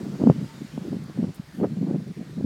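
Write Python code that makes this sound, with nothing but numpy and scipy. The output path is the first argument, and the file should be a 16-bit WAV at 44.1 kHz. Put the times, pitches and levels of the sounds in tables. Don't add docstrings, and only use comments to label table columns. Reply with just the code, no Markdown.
import sys
import numpy as np
from scipy import signal
from scipy.io import wavfile
from scipy.ndimage import uniform_filter1d

SR = 44100
rng = np.random.default_rng(int(sys.argv[2]) if len(sys.argv) > 2 else 0)


def level_to_linear(level):
    exponent = np.asarray(level, float) / 20
    return 10 ** exponent


def bounce(signal):
    frames = np.transpose(np.atleast_2d(signal))
    limited = np.clip(frames, -1, 1)
    pcm = np.round(limited * 32767).astype(np.int16)
    wavfile.write(sys.argv[1], SR, pcm)


N = 108045

# f/Hz, density/dB
YARD_SPECTRUM = [(180, -33), (300, -4.5), (617, -12.5), (1800, -12.5), (2790, -17.5), (4770, -18),
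                 (6240, -23), (13500, -32.5), (16500, -39)]
# t/s, level/dB
YARD_LEVEL = [(0.0, -55.5), (0.44, -55), (1.4, -58), (2.09, -59.5), (2.45, -58.5)]
# t/s, level/dB
LEAF_LEVEL = [(0, -65), (.5, -66.5), (.75, -67), (1.0, -80), (2.45, -72)]
# f/Hz, level/dB
RUMBLE_SPECTRUM = [(20, -28), (60, 2), (130, -2), (200, -7), (400, -23), (1000, -98)]
# peak t/s, level/dB, rise/s, fall/s, sharpness/dB
GUSTS = [(.06, -28.5, 0.1, 0.061, 5.5), (.138, -26, 0.024, 0.036, 2), (.195, -34, 0.021, .02, 7),
         (0.223, -18, 0.028, 0.05, 4), (0.271, -11, .014, 0.01, 2.5), (0.305, -13, 0.019, 0.016, -4),
         (.287, -11.5, .01, 0.014, 0), (.385, -29, 0.036, 0.039, -3.5), (.435, -28.5, 0.076, 0.032, 0),
         (.575, -41, 0.059, 0.028, 2), (0.618, -28.5, 0.01, 0.015, -13), (.665, -46.5, 0.043, 0.015, -6),
         (.51, -49, 0.017, 0.035, -6), (0.746, -34, 0.022, 0.019, 1), (0.781, -26, 0.018, 0.015, 0.5),
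         (0.821, -27.5, 0.02, 0.028, 3), (.87, -29, 0.03, 0.042, 5), (0.928, -21.5, 0.017, 0.043, -0.5),
         (1.003, -36, 0.018, 0.068, -5), (1.099, -41, 0.057, 0.03, 1), (1.166, -26, 0.014, 0.021, -7)]
# peak t/s, level/dB, rise/s, fall/s, sharpness/dB
LATE_GUSTS = [(1.88, -26.5, 0.054, 0.095, 4), (1.198, -17, 0.019, 0.022, -5),
              (1.235, -23, 0.017, 0.017, 2.5), (1.284, -31.5, 0.078, 0.033, -1.5),
              (1.4, -43, 0.055, 0.045, 2.5), (1.545, -38, 0.011, 0.034, -8.5),
              (1.609, -24.5, 0.025, 0.026, 6), (1.642, -14, 0.016, 0.0086, 7.5),
              (1.658, -19, 0.0056, 0.014, -0.5), (1.503, -47, 0.023, 0.018, 2.5),
              (1.719, -29, 0.033, 0.023, -5.5), (1.782, -22.5, 0.031, 0.015, -5),
              (1.836, -19.5, 0.03, 0.01, -8), (1.894, -19.5, 0.033, 0.014, -4.5),
              (1.954, -17, 0.024, 0.02, -4.5), (1.994, -29, 0.056, 0.047, 1.5),
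              (2.075, -30.5, 0.018, 0.031, 1), (2.115, -36, 0.023, 0.0078, -10),
              (2.181, -31.5, 0.019, 0.025, 3), (2.214, -30, 0.021, 0.019, 5.5),
              (2.3, -39.5, 0.11, 0.078, 2), (2.386, -21.5, 0.018, 0.02, -7.5),
              (2.356, -37, 0.011, 0.017, -2), (2.421, -26, 0.026, 0.074, -4.5)]
# f/Hz, density/dB
THUMP_SPECTRUM = [(15, -35.5), (25, -39), (151, 7), (248, -3.5), (609, -30), (697, -39), (900, -44.5),
                  (1170, -65), (1980, -120)]
# f/Hz, level/dB
FLAP_SPECTRUM = [(60, -50), (200, 0), (330, 5), (500, -8), (850, -23.5), (1400, -36.5), (3000, -55.5),
                 (6000, -73.5)]
# t/s, peak level/dB, width/ms
POPS = [(0.2386, -10.5, 0.89), (0.2725, -9.5, 0.62), (0.2993, -2, 0.7), (0.3009, -22, 0.22),
        (0.778, -21.5, 0.62), (.9312, -21, 0.82), (.968, -25.5, 1.24), (1.0984, -29, 0.88),
        (1.176, -26, 0.84), (1.23, -18.5, 1.16), (1.645, -17.5, 0.46), (1.619, -18, 1.1),
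        (0.2094, -23, 1.3), (1.827, -24.5, 0.88), (1.873, -27.5, 0.62), (1.9124, -19, 0.9),
        (1.946, -20, 0.91), (2.4112, -22, 0.9), (.032, -26, 1.5), (.862, -31, 1.2), (0.89, -35, 0.75)]
# centre t/s, peak level/dB, f/Hz, length/s
BUFFETS = [(0.0435, -27.5, 207, 0.021), (0.068, -19, 251, 0.0041), (0.1436, -21.5, 182.4, 0.012),
           (0.1932, -24.5, 280, 0.0026), (0.2042, -18.5, 229, 0.003), (0.2186, -15.5, 245, 0.0066),
           (0.239, -17, 300, 0.0059), (0.254, -17, 286, 0.004), (0.2643, -7.5, 206, 0.0073),
           (0.2736, -7, 220, 0.006), (0.2855, -20, 284, 0.0023), (0.3858, -20.5, 172, 0.01),
           (0.3937, -20.5, 157, 0.0055), (0.415, -22.9, 203, 0.0096), (0.6202, -25, 204, 0.0067),
           (0.7823, -19.5, 200, 0.0057), (0.8206, -25, 177, 0.017), (0.9216, -21, 209, 0.0048),
           (0.9302, -22, 280, 0.0095), (0.9453, -21.5, 230, 0.0062), (0.9699, -24.0, 196, 0.013),
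           (1.1652, -23.0, 152, 0.0074), (1.1908, -16.5, 213, 0.0062), (1.2002, -17, 210, 0.014),
           (1.2271, -16, 178, 0.0063), (1.2452, -15.5, 196, 0.0073), (1.6033, -19, 208, 0.0039),
           (1.627, -11.5, 237, 0.0043), (1.6353, -10.5, 290, 0.011), (1.6567, -16.5, 211, 0.0094),
           (1.7223, -20, 198, 0.006), (1.7738, -25, 190, 0.0051), (1.786, -21.5, 181, 0.029),
           (1.8308, -14.5, 253, 0.0053), (1.8485, -18, 206, 0.015), (1.873, -21, 295, 0.0085),
           (1.8863, -21.2, 227, 0.0024), (1.8932, -18, 188, 0.015), (1.911, -17.5, 278, 0.0048),
           (1.928, -23.5, 207, 0.0089), (1.944, -17.5, 193, 0.0063), (1.961, -17, 233, 0.0039),
           (1.9866, -21.5, 182, 0.023), (2.3855, -21.5, 188, 0.0081), (2.4083, -22.5, 286, 0.0048),
           (2.4287, -20.5, 205, 0.007)]
# centre t/s, peak level/dB, f/Hz, length/s
MORE_BUFFETS = [(.3075, -8, 159, 0.017), (.2778, -6, 206, 0.0046), (1.6415, -13, 370, .006),
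                (0.65, -26, 204, .005), (.885, -23, 290, 0.0034), (0.91, -22.5, 156, 0.0078),
                (1.0443, -28, 170, 0.0056), (1.4, -28, 173, 0.0096), (2, -25, 185, 0.0026),
                (1.4, -24.5, 174, 0.0034), (1.2711, -22, 190, 0.0031), (1.7, -25.5, 201, 0.0049),
                (2.1945, -24, 216, 0.0046), (2.2149, -23.5, 208, 0.0061), (0.88, -28, 226, .006),
                (1.6165, -20.5, 413, 0.0094), (1.6445, -16.5, 508, .002), (.9305, -24.5, 387, 0.0037),
                (.6205, -30, 300, .004), (1.638, -10, 295, 0.0068), (.2885, -13.5, 206, 0.0088)]
# t/s, peak level/dB, f/Hz, bandwidth/Hz, decay by 60 dB/s
TICKS = [
    (.2125, -48, 14000, 1620, 0.0115),
    (1.0398, -45, 9050, 3920, 0.011),
    (1.344, -42, 8670, 1800, .025),
    (1.344, -50, 13600, 6000, 0.1),
    (1.346, -53.5, 9000, 3000, .09),
    (1.359, -46, 9000, 2050, .02),
    (1.359, -52, 13500, 4000, .03),
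    (2.0786, -52, 9670, 5000, 0.023),
    (1.379, -52, 4490, 1170, 0.048),
]
# start t/s, length/s, f/Hz, level/dB
SQUEALS = [
    (.35, .25, 905, -65),
    (.54, .11, 3615, -68),
    (.5, .2, 2358, -72),
    (1.43, .15, 1790, -71),
]
# centre t/s, half length/s, level/dB
SWISHES = [
    (1.572, .034, -62.5),
    (0.44, .02, -70),
]

LUMP_DB, LUMP_S = 3.5, 0.013
REFERENCE_DB = -30
LULL_DB = -58


def evened(x):
    return x / np.sqrt(np.mean(x ** 2) + 1e-20)


def colour(x, points):
    hz = np.abs(np.fft.fftfreq(8192, 1 / SR))
    f, db = np.transpose(points)
    gain_db = np.interp(np.log(hz + 1), np.log(f + 1), db)
    log_gain = np.log(level_to_linear(np.maximum(gain_db, -100)))
    taps = np.fft.ifft(np.exp(np.conj(signal.hilbert(log_gain)))).real[:4096]
    return signal.oaconvolve(x, taps)[:len(x)]


def resonate(x, hz, width_hz):
    turn = np.exp(2j * np.pi * hz * np.arange(len(x)) / SR)
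    r = np.exp(-np.pi * width_hz / SR)
    once = signal.lfilter([1 - r], [1, -r], x / turn)
    twice = signal.lfilter([1 - r], [1, -r], once)
    return 2 * (turn * twice).real


def curve(points):
    return np.interp(np.arange(N) / SR, *np.transpose(points))


def add(mix, s, sound):
    part = mix[round(s * SR):][:len(sound)]
    part += sound[:len(part)]


def lumps():
    width = max(round(LUMP_S * SR), 1)
    smooth = uniform_filter1d(uniform_filter1d(rng.standard_normal(N), width), width)
    return LUMP_DB * evened(smooth)


def yard():
    hiss_db, patch_db = 4.5, 1.5
    z = signal.stft(colour(rng.standard_normal(N), YARD_SPECTRUM), nperseg=1024, noverlap=768)[2]
    patches = uniform_filter1d(rng.standard_normal(z.shape), size=12, axis=0)
    patches = evened(uniform_filter1d(patches, size=16, axis=1))
    hiss = evened(signal.istft(z * level_to_linear(patch_db * patches), nperseg=1024, noverlap=768)[1][:N])
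    leaves = evened(resonate(rng.standard_normal(N), hz=6860, width_hz=3500))
    return level_to_linear(hiss_db + curve(YARD_LEVEL)) * hiss + level_to_linear(curve(LEAF_LEVEL)) * leaves


def rumble():
    level_db = -59
    return level_to_linear(level_db + lumps()) * evened(colour(rng.standard_normal(N), RUMBLE_SPECTRUM))


def eddies():
    rate_per_s, spread_db = 2500, 1.5
    size = level_to_linear(spread_db * np.minimum(rng.exponential(1, N), 4)) * rng.standard_normal(N)
    return size * (rng.random(N) < rate_per_s / SR)


def steady(x):
    power = uniform_filter1d(uniform_filter1d(x ** 2, size=450), size=450)
    return x / np.sqrt(power + 0.016 * np.mean(x ** 2))


def wind():
    edge_db, edge_shape = -9, 2.4
    thump_slope, flap_slope, flap_db = 1, 1.395, -12
    t = np.arange(N) / SR
    slow = fast = level_to_linear(LULL_DB) ** 2
    for s, db, rise, fall, sharp_db in [*GUSTS, *LATE_GUSTS]:
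        distance = abs(t - s) / np.where(t < s, rise, fall)
        power = level_to_linear(db + edge_db * distance ** edge_shape) ** 2
        slow = slow + power / level_to_linear(sharp_db)
        fast = fast + power * level_to_linear(sharp_db) ** 2
    slow_db = 10 * np.log10(slow) - REFERENCE_DB
    fast_db = 10 * np.log10(fast) - REFERENCE_DB
    thump_level = level_to_linear(REFERENCE_DB + thump_slope * slow_db + lumps())
    flap_level = level_to_linear(REFERENCE_DB + flap_db + flap_slope * fast_db + lumps())
    thump = steady(colour(eddies(), THUMP_SPECTRUM)) * thump_level
    flap = steady(colour(eddies(), FLAP_SPECTRUM)) * flap_level
    return thump + flap


def hush():
    depth_db, span_s = -9, .004
    t = np.arange(N) / SR
    return level_to_linear(sum(depth_db * np.exp(-((t - s) / span_s) ** 2) for s, db, ms in POPS if ms > .3))


def pops():
    out, t = np.zeros(N), np.arange(-400, 1200) / SR
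    leak = signal.butter(3, 84, "high", fs=SR, output="sos")
    for s, db, ms in POPS:
        shape = np.hanning(len(t)) ** .5 / (1 + (1000 * t / ms) ** 2) ** 2
        bump = signal.sosfilt(leak, shape)
        add(out, s - 400 / SR, level_to_linear(db) * bump / bump.max())
    return out


def buffets(churn):
    spread, least_s, pitch_bend = 0.39, 0.0017, 0.13
    depth_db, reach, top_hz = -16, 2.4, 520
    rows = [*BUFFETS, *MORE_BUFFETS]
    t, out, hush_db = np.arange(N) / SR, np.zeros(N), np.zeros(N)
    for (s, db, hz, length), (turn, bend) in zip(rows, rng.random((len(rows), 2))):
        span = spread * length + least_s
        u = np.clip((t - s) / span, -6, 6)
        cycles = turn + hz * span * (u + pitch_bend * (bend - .5) * u ** 2)
        out += level_to_linear(db) * np.exp(-u ** 2) * np.cos(2 * np.pi * cycles)
        hush_db = np.minimum(hush_db, depth_db * np.exp(-(u / reach) ** 4))
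    low = signal.sosfiltfilt(signal.butter(2, top_hz, fs=SR, output="sos"), churn)
    return churn - low * (1 - level_to_linear(hush_db)) + out


def turbine():
    out, t = np.zeros(N), np.arange(N) / SR
    for s, db, hz, width_hz, t60 in TICKS:
        burst = evened(resonate(rng.standard_normal(3000), hz, width_hz)) / 2
        add(out, s, burst * level_to_linear(db - 60 * t[:3000] / t60))
    for s, length, hz, db in SQUEALS:
        u = np.clip((t - s) / length, 0, 1)
        swell = np.sqrt(2 * np.sin(np.pi * u) + 1e-12) * (u < 1) * (u > 0)
        out += level_to_linear(db) * swell * evened(resonate(rng.standard_normal(N), hz, width_hz=20))
    air = evened(resonate(rng.standard_normal(N), hz=9000, width_hz=11000))
    return out + air * sum(level_to_linear(db - 5.4 * ((t - s) / half) ** 2) for s, half, db in SWISHES)


def scene():
    bass_cut = signal.butter(4, 84, "high", fs=SR, output="sos")
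    sub_cut = signal.butter(2, 95, "high", fs=SR, output="sos")
    behind = yard() + rumble() + turbine()
    churn = signal.sosfilt(bass_cut, wind() * hush())
    near = signal.sosfiltfilt(sub_cut, buffets(churn) + pops())
    return (near + behind)[None]


def starve(x):
    from_db, chance_per_db, from_hz, drop_db = -27, .025, 9000, -14
    hz, t, z = signal.stft(x, SR, nperseg=1024, noverlap=512)
    level_db = 10 * np.log10(2 * (abs(z) ** 2).sum(0) + 1e-12)
    chance = np.clip(chance_per_db * (level_db - from_db), 0, 1) * (hz > from_hz)[:, None]
    draws = rng.random((len(t), len(hz) // 8 + 1)).T
    lost = np.repeat(draws, 8, axis=0)[:len(hz)] < chance
    return signal.istft(z * level_to_linear(drop_db * lost), SR, nperseg=1024, noverlap=512)[1][:N]


def band_limit(x):
    return signal.sosfilt(signal.butter(12, 17100, fs=SR, output="sos"), x)


def record(dry):
    low_pass = signal.firwin(255, 17250, fs=SR)
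    mix = signal.oaconvolve(starve(dry[0])[None], low_pass[None], "same")
    return band_limit(mix)


dry = scene()
out = record(dry)
bounce(out)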